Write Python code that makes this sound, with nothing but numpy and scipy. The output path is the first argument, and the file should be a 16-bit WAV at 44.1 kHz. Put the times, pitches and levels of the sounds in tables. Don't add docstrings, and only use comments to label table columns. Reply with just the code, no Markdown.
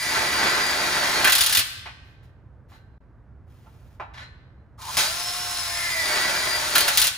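import sys
import numpy as np
from scipy import signal
from scipy.fft import rfft, irfft, next_fast_len
from scipy.io import wavfile

SR = 44100
rng = np.random.default_rng(int(sys.argv[2]) if len(sys.argv) > 2 else 0)


def store_wav(level_fs):
    pcm = np.round(np.clip(np.atleast_2d(level_fs), -1, 1) * 32767)
    wavfile.write(sys.argv[1], SR, pcm.T.astype(np.int16))


N = 316549
TIME = np.arange(N) / SR

# pulled_s, released_s, gear_level_db, whine_level_db, hum_level_db
TRIGGER_PULLS = [(-1, 1.59, -31.2, -37.5, -44), (4.775, 7.07, -29.7, -36, -36)]
SPIN_UP_S, GEARS_RISE_S, RUN_DOWN_T60_S = .2, .21, .18
FREE_SPEED = 360
GEARS_DB_PER_LOAD, WHINE_DB_PER_LOAD = 22, 12
STALL_SPEED, STALL_DB = 290, .6
# time_s, speed_turns_per_s
FIRST_SCREW_SPEED = [(0, 322), (.15, 313), (.42, 315), (.58, 318), (.88, 311), (1.22, 288), (1.6, 270)]
SECOND_SCREW_SPEED = [(5.42, 359), (5.62, 352), (5.9, 334), (6.12, 307), (6.34, 321.5), (6.56, 316),
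                      (7.1, 268)]
# multiple_of_turning_rate, level_db
ROTOR_TONES = [(1, -21), (2, -2.5), (3, -7), (4, -20), (8, -14.5), (11, -12), (15, 3), (22, -8), (30, -4.5)]
# pitch_hz, level_db
GEAR_COLOUR = [(100, -10.5), (350, -17.5), (800, -5.5), (1500, -3.5), (3000, -4.5), (3900, -2), (5000, -3),
               (7200, -6), (8800, -4.5), (10300, -7), (12500, -10.5), (15800, -10.5)]
# start_s, rise_s, end_s, level_db, sag_db_per_s
COASTS = [(1.6, .02, 1.8, -52, 0)]

# start_s, rise_s, end_s, level_db, sag_db_per_s
BITES = [(0, .18, 1.28, -23.3, 2.5), (.33, .11, .46, -23, 0), (5.95, .21, 6.72, -26, 13),
         (6.66, .13, 6.86, -26, 10)]
BITE_T60_S = .2
# pitch_hz, level_db
BITE_COLOUR = [(50, -35), (130, -8), (220, -10), (350, -4.5), (550, -6), (1000, -1.5), (1250, -3),
               (1600, 0), (2200, -1.5), (2900, -9.5), (4000, -6.5), (6500, -15), (9000, -25),
               (16000, -31.5)]
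# pitch_hz, level_db
CATCH_COLOUR = [(70, -5.5), (215, 2.5), (400, -3), (900, -3.5), (2500, -39)]
# pitch_hz, level_db, t60_s
FRAME_MODES = [(554, -12, .3), (825, -4, .15), (1110, -4, .2), (1351, -4, .4), (1497, 0, .2),
               (1556, -2, 1.4), (1762, 4.5, .35), (1865, -2, .25), (2068, -7, .2), (2490, -9, .15),
               (2821, -6, .2), (3090, -4, .2), (3182, -10, .7), (3480, -6, .2), (3865, -5, .4),
               (3995, 2.5, .15), (4070, 2.5, .15), (4200, -6, .2)]

# start_s, rise_s, end_s, level_db, sag_db_per_s
WHIRRS = [(-.1, .1, 1.2, -30, 9), (5.55, .25, 6.55, -30.5, 1.5)]
WHIRR_T60_S = .3

# pitch_hz, level_db
RUMBLE_COLOUR = [(20, -32.5), (46, -4), (70, 0), (126, -3), (155, -12), (380, -22), (800, -27), (1650, -33),
                 (3100, -53.5), (8000, -65), (15000, -72)]

# time_s, first_crack_db, bright_clack_db, tube_thud_db
BLOWS = [(1.2446, -17, -16, -14), (1.272, -24, -18, -16), (1.2964, -24, -17, -27),
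         (1.3219, -15, -11.5, -24), (1.3513, -12, -13.5, -26), (1.3815, -22, -16, -29),
         (1.4077, -17, -11, -30), (1.4346, -22, -18, -36), (1.4626, -14, -16, -34), (1.4944, -26, -20, -38),
         (1.5254, -18, -16.5, -36), (1.5494, -13, -14.5, -32), (1.5708, -13, -13, -32),
         (1.591, -18, -16, -30), (6.7534, -20, -12, -18), (6.7815, -8, -16, -26), (6.8064, -15, -18, -24),
         (6.879, -24, -16, -20), (6.9735, -11, -11, -34), (6.9955, -17, -15, -42),
         (7.0165, -12, -12.5, -35), (7.041, -17, -17, -40), (7.069, -13, -17, -38)]
# pitch_hz, level_db
CLACK_COLOUR = [(80, -12.5), (300, -17.5), (900, -20), (2000, -1), (3600, 5), (6500, -2), (8800, 1),
                (10700, 2.5), (12500, -1), (14700, 1.5), (16000, -3)]
THUD_COLOUR = [(100, -18), (500, -10), (1000, -3), (1500, 4.5), (2300, 0), (4000, -8), (9000, -25),
               (16000, -32)]
# pitch_hz, level_db
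BUMP_COLOUR = [(40, -13), (120, -1), (1200, -29.5)]

# time_s, dull_thud_db, metallic_clank_db
KNOCKS = [(1.857, -38, -38), (2.716, -55, -68), (3.661, -54, -70), (3.9983, -30, -50), (4.176, -58, -49),
          (4.216, -60, -51)]
# pitch_hz, level_db
KNOCK_COLOUR = [(100, -25), (450, -7), (800, 5.5), (1250, 4.5), (1800, -5.5), (2600, -10.5), (3600, -21.5),
                (7000, -42.5), (16000, -50)]
CLANK_COLOUR = [(500, -17), (1500, -6), (2500, 0), (3600, -11), (12000, -34)]
# start_s, rise_s, end_s, level_db, sag_db_per_s
SLIDES = [(1.95, .25, 2.27, -72, 0), (2.68, .065, 2.755, -56.5, 50), (4.134, .008, 4.172, -47, 60),
          (4.171, .008, 4.232, -44, 60)]
# start_s, rise_s, end_s, level_db, sag_db_per_s
RUSTLES = [(2.03, .02, 2.12, -68, 0), (2.226, .006, 2.245, -63, 0), (2.68, .025, 2.76, -59, 40),
           (3.46, .05, 3.95, -64, 0)]
SLIDE_T60_S, RUSTLE_T60_S = .18, .22
# pitch_hz, level_db
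SCRAPE_COLOUR = [(300, -8), (1900, 3.5), (3300, -4), (4100, -1.5), (5600, -9.5), (15000, -29)]
RUSTLE_COLOUR = [(900, -14), (2500, -18), (7000, -25.5), (15000, -24.5)]

# time_s, pitch_hz, level_db
GROAN = [(4.78, 1150, -48), (4.845, 1020, -39), (4.874, 860, -36), (4.894, 1060, -28), (4.925, 1000, -48)]
SLIP_S, SLIP_DB, SLIP_THUD_DB, SLIP_HOLD_S, SLIP_T60_S = 4.9695, -15.5, -31, .018, .38

# pitch_hz, t60_s
HALL_T60 = [(150, .6), (600, .45), (1500, 1.05), (4000, .8), (8000, .48), (15000, .36)]
ALIKE_ABOVE_HZ = 8000
# pitch_hz, level_db
CHANNEL_BALANCE = [(350, -2.3), (1450, -1.5), (2400, 1.7), (3700, 0), (5100, 3.3), (6200, .5), (7400, 2),
                   (8700, 0)]
# pitch_hz, lead_radians
CHANNEL_LEAD = [(250, .1), (1500, .6), (4500, 1.2), (6600, .3), (8350, -3.1), (10100, -6.3), (12100, -9.4),
                (14000, -12.6), (16000, -15.7)]
# time_s, share_of_signal_lost
LEVEL_DIP = [(2.979, 0), (2.982, .97), (3.003, .97), (3.007, 0)]
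CUTOFF_HZ = 15900


def from_db(db):
    return 10 ** (np.asarray(db) / 20)


def rms_one(x):
    return x / np.sqrt(np.mean(x ** 2) + 1e-20)


def unit_energy(response):
    return response / np.sqrt(np.sum(response ** 2, axis=-1, keepdims=True))


def in_time(rows):
    return np.interp(TIME, *np.transpose(rows))


def at_hz(points, hz):
    freqs, values = np.transpose(points)
    return np.interp(np.log(np.maximum(hz, 1)), np.log(freqs), values)


def drift(rate):
    knots = rng.standard_normal(N // 20)
    return np.interp(TIME * rate, np.arange(len(knots)), knots)


def convolve(x, response):
    return signal.fftconvolve(np.atleast_2d(x), np.atleast_2d(response), axes=-1)[:, :N]


def colour(x, spectrum, size=8192):
    hz = np.arange(size // 2 + 1) * SR / size
    cepstrum = irfft(np.log(from_db(at_hz(spectrum, hz))))
    cepstrum[1:size // 2] *= 2
    cepstrum[size // 2 + 1:] = 0
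    response = irfft(np.exp(rfft(cepstrum)))
    return convolve(x, unit_energy(response))


def grains(per_s, spread_db):
    strength_db = spread_db * np.clip(rng.standard_normal(N), -2, 2)
    sizes = rng.uniform(-0.98, 1, N) * from_db(strength_db)
    return rms_one((rng.random(N) < per_s / SR) * sizes)


def bursts(times, levels_db, hold, t60):
    power = np.zeros(N)
    age = TIME[:SR // 4]
    shape = from_db(-60 * np.maximum(age - hold, 0) / t60)
    for time_s, level_db in zip(times, levels_db):
        part = power[int(time_s * SR):][:len(age)]
        part += (from_db(level_db) * shape[:len(part)]) ** 2
    return np.sqrt(power) * rng.standard_normal(N)


def stroke(start, rise, end, db, sag, t60):
    attack = np.clip((TIME - start) / max(rise, .001), 0, 1)
    held = np.clip(TIME - start - rise, 0, max(end - start - rise, 0))
    fade_db = 60 * np.maximum(TIME - end, 0) / t60
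    return attack * from_db(db - sag * held - fade_db)


def strokes(rows, t60):
    return np.sqrt(sum(stroke(*row, t60) ** 2 for row in rows))


def frame(force, ring_db):
    age = TIME[:SR]
    modes = 0
    for hz, db, t60 in FRAME_MODES:
        decay = from_db(db - 60 * age / t60) / np.sqrt(t60)
        phase = rng.random((2, 1))
        modes = modes + decay * np.sin(2 * np.pi * (hz * age + phase))
    return force + from_db(ring_db) * convolve(force, unit_energy(modes))


def ventilation(level_db=-49.0, apart_db=-13, hum_db=-58):
    mid, side = rng.standard_normal((2, N))
    rumble = colour(mid + from_db(apart_db) * side * [[1], [-1]], RUMBLE_COLOUR)
    hum = sum(np.sin(2 * np.pi * hz * TIME + drift(18)) for hz in (64, 119))
    return from_db(level_db) * rumble + from_db(hum_db) * hum


def drive():
    loaded = in_time(FIRST_SCREW_SPEED + SECOND_SCREW_SPEED)
    pulled = np.array(TRIGGER_PULLS)[:, 0]
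    age = TIME - pulled[np.searchsorted(pulled, TIME) - 1]
    spin = 1 - np.exp(-(age / SPIN_UP_S) ** 2)
    return loaded * spin, 1 - loaded / FREE_SPEED, spin


def motor(turns, speed, load, spin, flutter_db=0.8, wobble=.008, spin_power=0.8):
    angle = 2 * np.pi * (turns + wobble * drift(45))
    hum_rows = [(on, SPIN_UP_S, off, hum_db, 0) for on, off, _, _, hum_db in TRIGGER_PULLS]
    whine_rows = [(on, SPIN_UP_S, off, whine_db, 0) for on, off, _, whine_db, _ in TRIGGER_PULLS]
    hum = strokes(hum_rows, RUN_DOWN_T60_S)
    whine = strokes(whine_rows, RUN_DOWN_T60_S) * from_db(WHINE_DB_PER_LOAD * load)
    tones = 0
    for multiple, db in ROTOR_TONES:
        flicker_db = flutter_db * np.sqrt(min(multiple, 20)) * drift(30)
        gain = from_db(db + flicker_db) * (hum if multiple < 10 else whine)
        tones = tones + gain * np.sin(multiple * angle + 2 * np.pi * rng.random())
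    stall = from_db(STALL_DB * np.minimum(speed - STALL_SPEED, 0))
    return spin ** spin_power * stall * tones


def gears(turns, load, pulsing=0.27):
    pulse = 1 + pulsing * np.sin(2 * np.pi * turns)
    rattle = grains(9000, 2.9) * pulse * from_db(0.38 * drift(90))
    rows = [(on, GEARS_RISE_S, off, gear_db, 0) for on, off, gear_db, _, _ in TRIGGER_PULLS]
    driven = strokes(rows, RUN_DOWN_T60_S) * from_db(GEARS_DB_PER_LOAD * load)
    coasting = strokes(COASTS, RUN_DOWN_T60_S)
    return colour(rattle * (driven + coasting), GEAR_COLOUR)


def cutting(turns, turns_per_catch=4.36, catch_db=1.0, thump_db=-16):
    catches = turns / turns_per_catch
    clicks = np.diff(np.floor(catches), prepend=0)
    thumps = rms_one(colour(clicks, CATCH_COLOUR))
    chip_db = catch_db * np.cos(2 * np.pi * catches) + 1.8 * drift(40)
    chips = colour(rms_one(grains(7000, 2.0) * from_db(chip_db)), BITE_COLOUR)
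    first_screw = TIME < 3
    return (chips + from_db(thump_db) * thumps * first_screw) * strokes(BITES, BITE_T60_S)


def mesh(turns, speed, teeth=6.2, case_hz=2050, case_width_hz=190, backlash=1.1, flutter_db=3):
    tones = 0
    for multiple in (teeth - 1, teeth, teeth + 1):
        resonance = 1 / np.hypot(1, (multiple * speed - case_hz) / case_width_hz)
        gain = from_db(flutter_db * drift(22)) * resonance
        jitter = backlash * (drift(260) + drift(60))
        tones = tones + gain * np.sin(2 * np.pi * multiple * turns + jitter)
    return strokes(WHIRRS, WHIRR_T60_S) * tones


def hammer():
    times, crack_db, clack_db, thud_db = np.transpose(BLOWS)
    cracks = bursts(times, crack_db, hold=.0015, t60=.012)
    rattle = bursts(times, clack_db, hold=.008, t60=.066)
    clacks = colour(cracks + rattle, CLACK_COLOUR)
    thuds = colour(bursts(times, thud_db, hold=.012, t60=.08), THUD_COLOUR)
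    bump = colour(bursts([1.573], [-34], hold=.02, t60=0.11), BUMP_COLOUR)
    return clacks + thuds + bump


def handling():
    times, thud_db, clank_db = np.transpose(KNOCKS)
    thuds = colour(bursts(times, thud_db, hold=0.0065, t60=0.15), KNOCK_COLOUR)
    clanks = colour(bursts(times, clank_db, hold=0.006, t60=0.18), CLANK_COLOUR)
    scrape = colour(grains(5000, 2.0) * strokes(SLIDES, SLIDE_T60_S), SCRAPE_COLOUR)
    rustle = colour(grains(5500, 3.0) * strokes(RUSTLES, RUSTLE_T60_S), RUSTLE_COLOUR)
    return thuds + frame(clanks + scrape, ring_db=-7.5) + rustle


def groan(stick_db=2.5, wander=.15):
    times, hz, db = np.transpose(GROAN)
    pitch_hz = np.interp(TIME, times, hz) * (1 + wander * drift(500))
    level_db = np.interp(TIME, times, db) + stick_db * drift(600)
    skating = (TIME > times[0]) & (TIME < times[-1])
    return skating * from_db(level_db) * np.sin(2 * np.pi * np.cumsum(pitch_hz) / SR)


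def slip():
    clatter = colour(bursts([SLIP_S], [SLIP_DB], SLIP_HOLD_S, SLIP_T60_S), GEAR_COLOUR)
    jolt = colour(bursts([SLIP_S], [SLIP_THUD_DB], SLIP_HOLD_S, SLIP_T60_S), BITE_COLOUR)
    return clatter + jolt


def workshop(x, early_db, early_t60=0.16, late_db=-14):
    age = TIME[:SR * 3 // 2]

    def echoes(low, high, t60):
        white = rng.standard_normal((2, len(age)))
        band = signal.butter(2, [low, high], "band", fs=SR, output="sos")
        noise = signal.sosfilt(band, white)
        if low > ALIKE_ABOVE_HZ:
            noise = noise[[0, 0]]
        return noise * from_db(-60 * age / t60)

    early = unit_energy(echoes(500, 7000, early_t60) * (age > .002))
    edges = np.geomspace(60, 17000, 11)
    late = 0
    for low, high in zip(edges, edges[1:]):
        late = late + echoes(low, high, at_hz(HALL_T60, np.sqrt(low * high)))
    late = unit_energy(late * (1 - np.exp(-age / 0.057)))
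    return x + convolve(x, from_db(early_db) * early + from_db(late_db) * late)


def left_and_right(x):
    size = next_fast_len(N + SR // 10)
    hz = np.fft.rfftfreq(size, 1 / SR)
    left = from_db(at_hz(CHANNEL_BALANCE, hz) / 2)
    right = np.exp(-1j * at_hz(CHANNEL_LEAD, hz)) / left
    return irfft(rfft(x, size) * [left, right], size)[:, :N]


def scene():
    speed, load, spin = drive()
    turns = np.cumsum(speed) / SR
    bite = frame(cutting(turns), ring_db=-18)
    rattle = frame(hammer() + slip() + gears(turns, load), ring_db=-19)
    diffuse = bite + rattle + mesh(turns, speed) + groan() + handling()
    direct = motor(turns, speed, load, spin)
    work = workshop(diffuse, early_db=-7) + workshop(direct, early_db=-11)
    background = ventilation() * from_db([[-.9], [.9]])
    return from_db(-2.0) * left_and_right(work) + background


def record(dry):
    dip = in_time(LEVEL_DIP)
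    top_cut = signal.ellip(10, .2, 80, CUTOFF_HZ, fs=SR, output="sos")
    return signal.sosfilt(top_cut, np.tanh(dry) * (1 - dip))


dry = scene()
out = record(dry)
store_wav(out)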